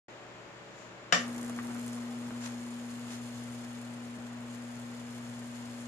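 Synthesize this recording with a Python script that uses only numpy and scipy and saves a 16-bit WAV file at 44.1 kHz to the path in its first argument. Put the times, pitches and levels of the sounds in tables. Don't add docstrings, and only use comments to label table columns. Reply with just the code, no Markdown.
import sys
import numpy as np
from scipy import signal
from scipy.fft import rfft, irfft
from scipy.io import wavfile

SR = 44100
rng = np.random.default_rng(int(sys.argv[2]) if len(sys.argv) > 2 else 0)


def master(y):
    cut = np.clip(np.atleast_2d(y).T, -1, 1)
    pcm = np.round(cut * 32767)
    wavfile.write(sys.argv[1], SR, pcm.astype(np.int16))


N = 258867
TIME = np.arange(N) / SR
BINS_HZ = np.arange(N // 2 + 1) * SR / N
MAINS_HZ, SWITCH_S = 59.972, 1.1245


def from_db(db):
    return 10 ** (np.asarray(db) / 20)


def unit_rms(x):
    return x / np.sqrt(np.mean(x ** 2) + 1e-20)


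def over_time(points):
    return np.interp(TIME, *np.transpose(points))


def over_pitch(points):
    hz, value = np.transpose(points)
    return np.interp(np.log(BINS_HZ + 1), np.log(hz), value)


def pan(left_db):
    return from_db(np.array([[.5], [-.5]]) * left_db)


def pan_by_pitch(x, sides):
    return irfft(rfft(x) * pan(over_pitch(sides)), N)


def from_left(x, lag_s):
    return irfft(rfft(x) * np.exp(-2j * np.pi * BINS_HZ * lag_s * np.array([[0], [1]])), N)


def colour(x, spectrum):
    return unit_rms(irfft(rfft(x) * from_db(over_pitch(spectrum)), N))


def filtered(x, hz, kind):
    return signal.sosfilt(signal.butter(2, hz, kind, fs=SR, output="sos"), x)


def resonate(x, hz, width_hz):
    r = np.exp(-np.pi * width_hz / SR)
    feedback = [1, -2 * r * np.cos(2 * np.pi * hz / SR), r * r]
    return signal.lfilter(np.array([1, 0, -1]) * (1 - r * r) / 2, feedback, x)


def drift(rate_hz):
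    return unit_rms(irfft(rfft(rng.standard_normal(N)) / (1 + (BINS_HZ / rate_hz) ** 2), N))


def grains(per_s, spread_db):
    sizes = from_db(spread_db * np.minimum(rng.exponential(1, N), 5)) * rng.choice([-1, 1], N)
    return sizes * (rng.random(N) < per_s / SR)


def bump(centre_s, half_s):
    return np.exp(-.5 * np.minimum(((TIME - centre_s) / half_s) ** 2, 100))


def decay(start_s, t60_s, rise_s):
    age = np.maximum(TIME - start_s, 0)
    return (1 - np.exp(-age / rise_s)) * from_db(-60 * np.minimum(age / t60_s, 4))


def powered(rise_s):
    return 1 - np.exp(-np.maximum(TIME - SWITCH_S, 0) / rise_s)


def settled(centre_s=2.72, spread_s=.79):
    return .5 + .5 * np.tanh((TIME - centre_s) / spread_s)


# frequency_hz, correlation
ROOM_LIKENESS = [(40, 0.4), (130, 1), (280, 0.38), (610, 0.72), (1310, 0.13), (2800, 0.34), (7000, 0.028)]

def diffuse():
    mid, side = rfft(rng.standard_normal((2, N)))
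    alike = np.clip(over_pitch(ROOM_LIKENESS), -1, 1)
    return unit_rms(irfft(np.sqrt(1 + alike) * mid + np.sqrt(1 - alike) * side * [[1], [-1]], N))


def workshop(x, wet_db, t60_s=.067):
    tail = (diffuse() * decay(.00042, t60_s, .0099))[:, :SR // 2]
    tail = tail / np.sqrt(np.sum(tail ** 2) / 2)
    return x + from_db(wet_db) * signal.fftconvolve(np.atleast_2d(x), tail, axes=1)[:, :N]


# frequency_hz, gain_db
FAN_COLOUR = [(20, -17), (60, -11.5), (100, -13), (125, -3), (200, -4.5), (350, -3.5), (620, -4),
              (1000, -5), (1750, -7), (2500, -10.5), (4000, -18), (6000, -23.5), (7400, -20), (8400, -31.5),
              (10500, -41), (13000, -41)]
# frequency_hz, left_over_right_db
FAN_SIDES = [(60, 2.5), (2000, 2), (4000, 2), (7200, 8), (9000, 0)]
# pitch_hz,
# level_db
STEADY_PITCHES = [(119.5, -63), (188.4, -67), (250.5, -70), (313.5, -66), (360, -64.5), (438, -66),
                  (564.5, -62), (624.5, -65)]

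def fan(air_db=-50, whine_db=-66, sag_db=-3):
    air = from_db(air_db) * pan_by_pitch(colour(diffuse(), FAN_COLOUR), FAN_SIDES)
    tones = sum(from_db(db) * np.sin(2 * np.pi * hz * TIME + .79 * drift(1.6)) for hz, db in STEADY_PITCHES)
    whine = from_db(whine_db) * unit_rms(resonate(diffuse(), hz=627, width_hz=22))
    sag = from_db(sag_db * powered(rise_s=1))
    return air + sag * (np.sqrt(2) * tones + whine) * pan(1.6)


# frequency_hz, gain_db
HISS_COLOUR = [(1000, -12), (5000, -8), (7300, 1), (8400, -15), (12500, -27)]

def hiss(level_db=-62.5):
    swell = from_db(level_db) * bump(centre_s=.81, half_s=.06)
    return swell * colour(diffuse(), HISS_COLOUR) * pan(12)


# start_s, relative_db
CONTACT_HITS = [(1.1233, -9), (1.1244, 1), (1.1280, -3), (1.1336, -7), (1.1440, -14)]
# frequency_hz, gain_db
CLACK_COLOUR = [(70, -37), (120, -41), (175, -5), (350, -19), (520, -5.5), (720, -9), (930, -27),
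                (1250, -7.5), (1800, -5), (2400, -9.5), (3100, -6), (3250, -16.5), (7500, -14.5),
                (8200, -24.5), (12500, -41)]
# pitch_hz, base_width_hz, relative_db
HOUSING_MODES = [(525, 39, -3), (710, 27, -1.5), (1200, 70, 2), (1410, 110, -4.5), (1840, 100, 2),
                 (2030, 65, -10), (2160, 26, -11), (2270, 20, -7), (2380, 27, -11), (2920, 110, -5),
                 (3100, 60, -7), (3540, 30, -2.5), (3790, 25, -9), (4630, 74, -9), (5250, 66, -6.5),
                 (5620, 24, -7), (5920, 29, -8), (6600, 26, -11), (6660, 15, -11), (6960, 43, -6.5),
                 (7630, 47, -11.5)]
# pitch_hz, level_db, t60_s
LONG_MODES = [(296.5, -35, 0.3), (505, -40, 0.21), (711, -31.5, .15), (1250, -29.5, 0.16), (1385, -42, .2),
              (1476, -38, .2), (1502, -38, .2), (1735, -31, 0.28), (1890, -30, 0.18), (2930, -35, .2),
              (3110, -38, 0.39), (5259, -34, 0.14)]

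def switch_clack(crack_db=-16, bite_db=-22.5, body_db=19, damping=1.03, thump_db=-32, thump_hz=179):
    hits = sum(from_db(db) * decay(s, .013, .0002) for s, db in CONTACT_HITS)
    thin = filtered(colour(diffuse(), CLACK_COLOUR), [1700, 7000], "band")
    crack = from_db(crack_db) * hits * unit_rms(thin) * pan(6)
    hardest_s = CONTACT_HITS[1][0]
    bright = filtered(colour(diffuse(), CLACK_COLOUR), 4500, "high")
    bite = from_db(bite_db) * decay(hardest_s, .011, .0001) * unit_rms(bright) * pan(5)
    tail = from_db(-25) * decay(SWITCH_S, .28, .0065) * pan(1.9)
    echoes = from_db(1.5) * tail * colour(diffuse(), CLACK_COLOUR)
    blow = from_left(signal.unit_impulse(N, round(SWITCH_S * SR)), lag_s=.00037)
    force = from_db(3) * blow * pan(3.7) + tail * diffuse()
    body = sum((-1) ** k * from_db(db + body_db) * resonate(force, hz, width_hz * damping)
               for k, (hz, width_hz, db) in enumerate(HOUSING_MODES))
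    ring = 0
    for hz, db, t60_s in LONG_MODES:
        phases = rng.uniform(0, 2 * np.pi, (2, 1))
        ring += from_db(db) * decay(SWITCH_S, t60_s, .0013) * np.sin(2 * np.pi * hz * TIME + phases)
    inrush = from_db(thump_db) * decay(SWITCH_S, .21, .0079)
    thump = inrush * np.sin(2 * np.pi * thump_hz * (TIME - SWITCH_S))
    return bite + crack + echoes + body + ring * pan(1.2) + thump


# time_s, level_db
LOW_HUM_LEVELS = [(1.3, -49), (1.6, -55.5), (1.85, -50.5), (2.08, -61), (2.33, -52), (2.7, -54),
                  (3.35, -48.5), (3.8, -52.5), (4.6, -54.5), (5.4, -51), (5.87, -51)]
# mains_multiple, relative_db
HUM_OVERTONES = [(6, -29.5), (8, -23.5)]
# centre_s, half_length_s, share_lost
HUM_FALTERS = [(2.308, 0.0037, 0.53), (4.187, 0.0048, 0.45)]

def transformer_hum(upper_db=-38.5, settle_db=-5, sway_db=1.14, waver=.14, shimmer_rad=.23):
    phase = 2 * np.pi * MAINS_HZ * TIME
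    strength = from_db(over_time(LOW_HUM_LEVELS) + sway_db * drift(8)) * (1 + waver * drift(27))
    low = strength * powered(.092) * np.sin(2 * phase + waver * drift(16))
    upper = np.sin(4 * phase)
    for multiple, db in HUM_OVERTONES:
        offset = shimmer_rad * drift(15) + rng.uniform(0, 2 * np.pi)
        upper += from_db(db) * np.sin(multiple * phase + offset)
    upper *= from_db(upper_db + settle_db * settled()) * powered(.035)
    burning = 1 - sum(share * bump(s, half_s) for s, half_s, share in HUM_FALTERS)
    return np.sqrt(2) * burning * (low * pan(4.2) + upper * pan(2.3))


# time_s, relative_db
ARC_ACTIVITY = [(1.52, -61.5), (1.86, -58.5), (2.09, -61), (2.8, -60.5), (3.42, -59), (3.75, -61.5),
                (3.95, -64), (4.38, -66.5), (4.5, -62.5), (4.75, -62.5), (5.57, -61.5), (5.87, -60.5)]
# frequency_hz, gain_db
SIZZLE_COLOUR = [(80, -35), (400, -5), (1500, -45), (3000, -1), (4600, -3), (6000, -4), (7300, 3),
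                 (8300, -2), (9300, -6), (11300, -12.5), (12500, -13)]
# frequency_hz, left_over_right_db
SIZZLE_SIDES = [(7000, 1), (9000, -3.5)]
# frequency_hz, gain_db
CRACKLE_COLOUR = [(100, -40), (1200, -14), (4500, -9), (7200, 1), (9300, 0), (10500, -8), (12800, -8)]

def arc_sizzle(gain_db=5, pulse_depth=.15, peak_s=.0048, flicker_db=1.6, tick_db=-6.5):
    pulsing = 1 + pulse_depth * np.cos(4 * np.pi * MAINS_HZ * (TIME - peak_s))
    discharges = workshop(grains(per_s=9000, spread_db=2), wet_db=32)
    fizz = colour(discharges, SIZZLE_COLOUR) * from_db(flicker_db * drift(70))
    clumps = grains(per_s=260, spread_db=2.4) * pulsing ** 2 * from_db(2.8 * drift(50))
    ticks = from_db(tick_db) * colour(workshop(clumps, wet_db=-4), CRACKLE_COLOUR)
    activity = from_db(over_time(ARC_ACTIVITY) + gain_db) * powered(.019)
    return activity * pulsing * pan_by_pitch(fizz + ticks, SIZZLE_SIDES)


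# frequency_hz, gain_db
FLAME_COLOUR = [(25, -9), (80, -9), (130, 1), (250, 7), (600, 2), (1100, 2), (2200, -5), (5000, -29)]
# start_s, pop_relative_db, pitch_hz, knock_relative_db
GAS_POPS = [(1.496, -29, 800, -52), (1.5872, -24, 850, -43), (1.597, -31, 900, -52), (1.705, -34, 750, -50),
            (1.753, -35, 900, -50), (1.972, -35, 700, -44), (2.306, -32.5, 950, -42),
            (2.3144, -32, 650, -33), (4.1817, -41, 600, -34.5)]

def flame(flare_db=-46.5, fade_db_per_s=6, lumpy_db=2, pop_gain_db=-3, band_ratio=1.99, knock_s=.00063):
    flare = from_db(flare_db - fade_db_per_s * (TIME - SWITCH_S)) * powered(.04) * (1 - settled())
    flutter = flare * from_db(lumpy_db * drift(47)) * colour(diffuse(), FLAME_COLOUR)
    turbulence = rng.standard_normal(N)
    pops = 0
    for s, db, hz, knock_db in GAS_POPS:
        puff = unit_rms(filtered(turbulence, [hz / band_ratio, hz * band_ratio], "band"))
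        pops += from_db(db + pop_gain_db) * decay(s, .017, .0012) * puff
        centre_s = s + 2 * knock_s
        knock = (TIME - centre_s) / knock_s * bump(centre_s, knock_s)
        pops += from_db(knock_db) * knock
    return (flutter + workshop(pops, wet_db=-4.5)) * pan(1)


# start_s, end_s, first_db, last_db
TRACK_RUNS = [(1.275, 1.39, -36, -32.5), (1.405, 1.505, -34, -31), (1.555, 1.705, -43, -47),
              (1.74, 1.89, -42, -33), (1.92, 1.99, -40, -41)]
# start_s, relative_db
LONE_SNAPS = [(1.4128, -35), (1.4965, -33), (1.5963, -40), (1.6292, -35), (1.7466, -35), (1.7978, -35),
              (1.8292, -36), (1.8638, -31), (1.9312, -38), (1.9462, -36), (2.5963, -43), (2.7889, -42),
              (2.996, -35), (3.151, -40), (3.2209, -42), (3.3294, -39), (3.372, -42), (3.5451, -42),
              (3.9344, -44), (4.4128, -47), (4.733, -46), (4.858, -45), (4.9145, -42), (5.15, -43),
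              (5.2585, -41), (5.5248, -43), (5.581, -43)]

def sparks(lag_s=.0111, spit_t60_s=.013, snap_t60_s=.0015, crackle_db=3, click_gain_db=6.5):
    cycles_s = np.arange(0, N / SR, 1 / MAINS_HZ) + lag_s
    scatter = rng.standard_normal((len(cycles_s), 3)) * (2.5, .0006, .3)
    spits = sum(from_db(db) * decay(s, snap_t60_s, .00084) for s, db in LONE_SNAPS)
    for start_s, end_s, first_db, last_db in TRACK_RUNS:
        inside = (cycles_s > start_s) & (cycles_s < end_s)
        for s, (extra_db, late_s, stretch) in zip(cycles_s[inside], scatter[inside]):
            db = np.interp(s, [start_s, end_s], [first_db, last_db]) + extra_db
            spits += from_db(db) * decay(s + late_s, spit_t60_s * np.exp(stretch), .0012)
    crackle = colour(diffuse() * from_db(crackle_db * drift(1700)), CRACKLE_COLOUR)
    strikes = sum(from_db(db) * signal.unit_impulse(N, round(s * SR)) for s, db in LONE_SNAPS)
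    clicks = from_db(click_gain_db) * filtered(strikes, 4500, "high")
    return workshop(spits * crackle + clicks, wet_db=-5) * pan(-1.9)


# centre_s, half_length_s, level_db
STEAM_SPURTS = [(2.457, 0.032, -45.5), (3.13, 0.032, -47)]
# frequency_hz, gain_db
STEAM_COLOUR = [(80, -35), (500, 5), (1400, 9), (3000, 4), (5000, 1.5), (7300, 6), (8500, -10),
                (12500, -26)]

def steam(sputter_db=2, spatter_db=-7):
    flow = sum(from_db(db) * bump(s, half_s) for s, half_s, db in STEAM_SPURTS)
    droplets = colour(workshop(grains(per_s=600, spread_db=2.5), wet_db=-2), CRACKLE_COLOUR)
    jet = colour(diffuse(), STEAM_COLOUR) * from_db(sputter_db * drift(150))
    return flow * (jet * pan(1.9) + from_db(spatter_db) * droplets)


def scene():
    supply = switch_clack() + transformer_hum()
    bench = arc_sizzle() + sparks() + steam() + flame() + fan() + hiss()
    return supply + from_left(bench, lag_s=.00011)


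def record(dry, open_s=.082, notch_hz=8050, notch_q=16, cutoff_hz=12850):
    opened = dry * np.clip((TIME - open_s) / .0025, 0, 1)
    dipped = signal.lfilter(*signal.iirnotch(notch_hz, notch_q, fs=SR), opened)
    return signal.sosfilt(signal.ellip(10, .3, 80, cutoff_hz, fs=SR, output="sos"), dipped)


dry = scene()
out = record(dry)
master(out)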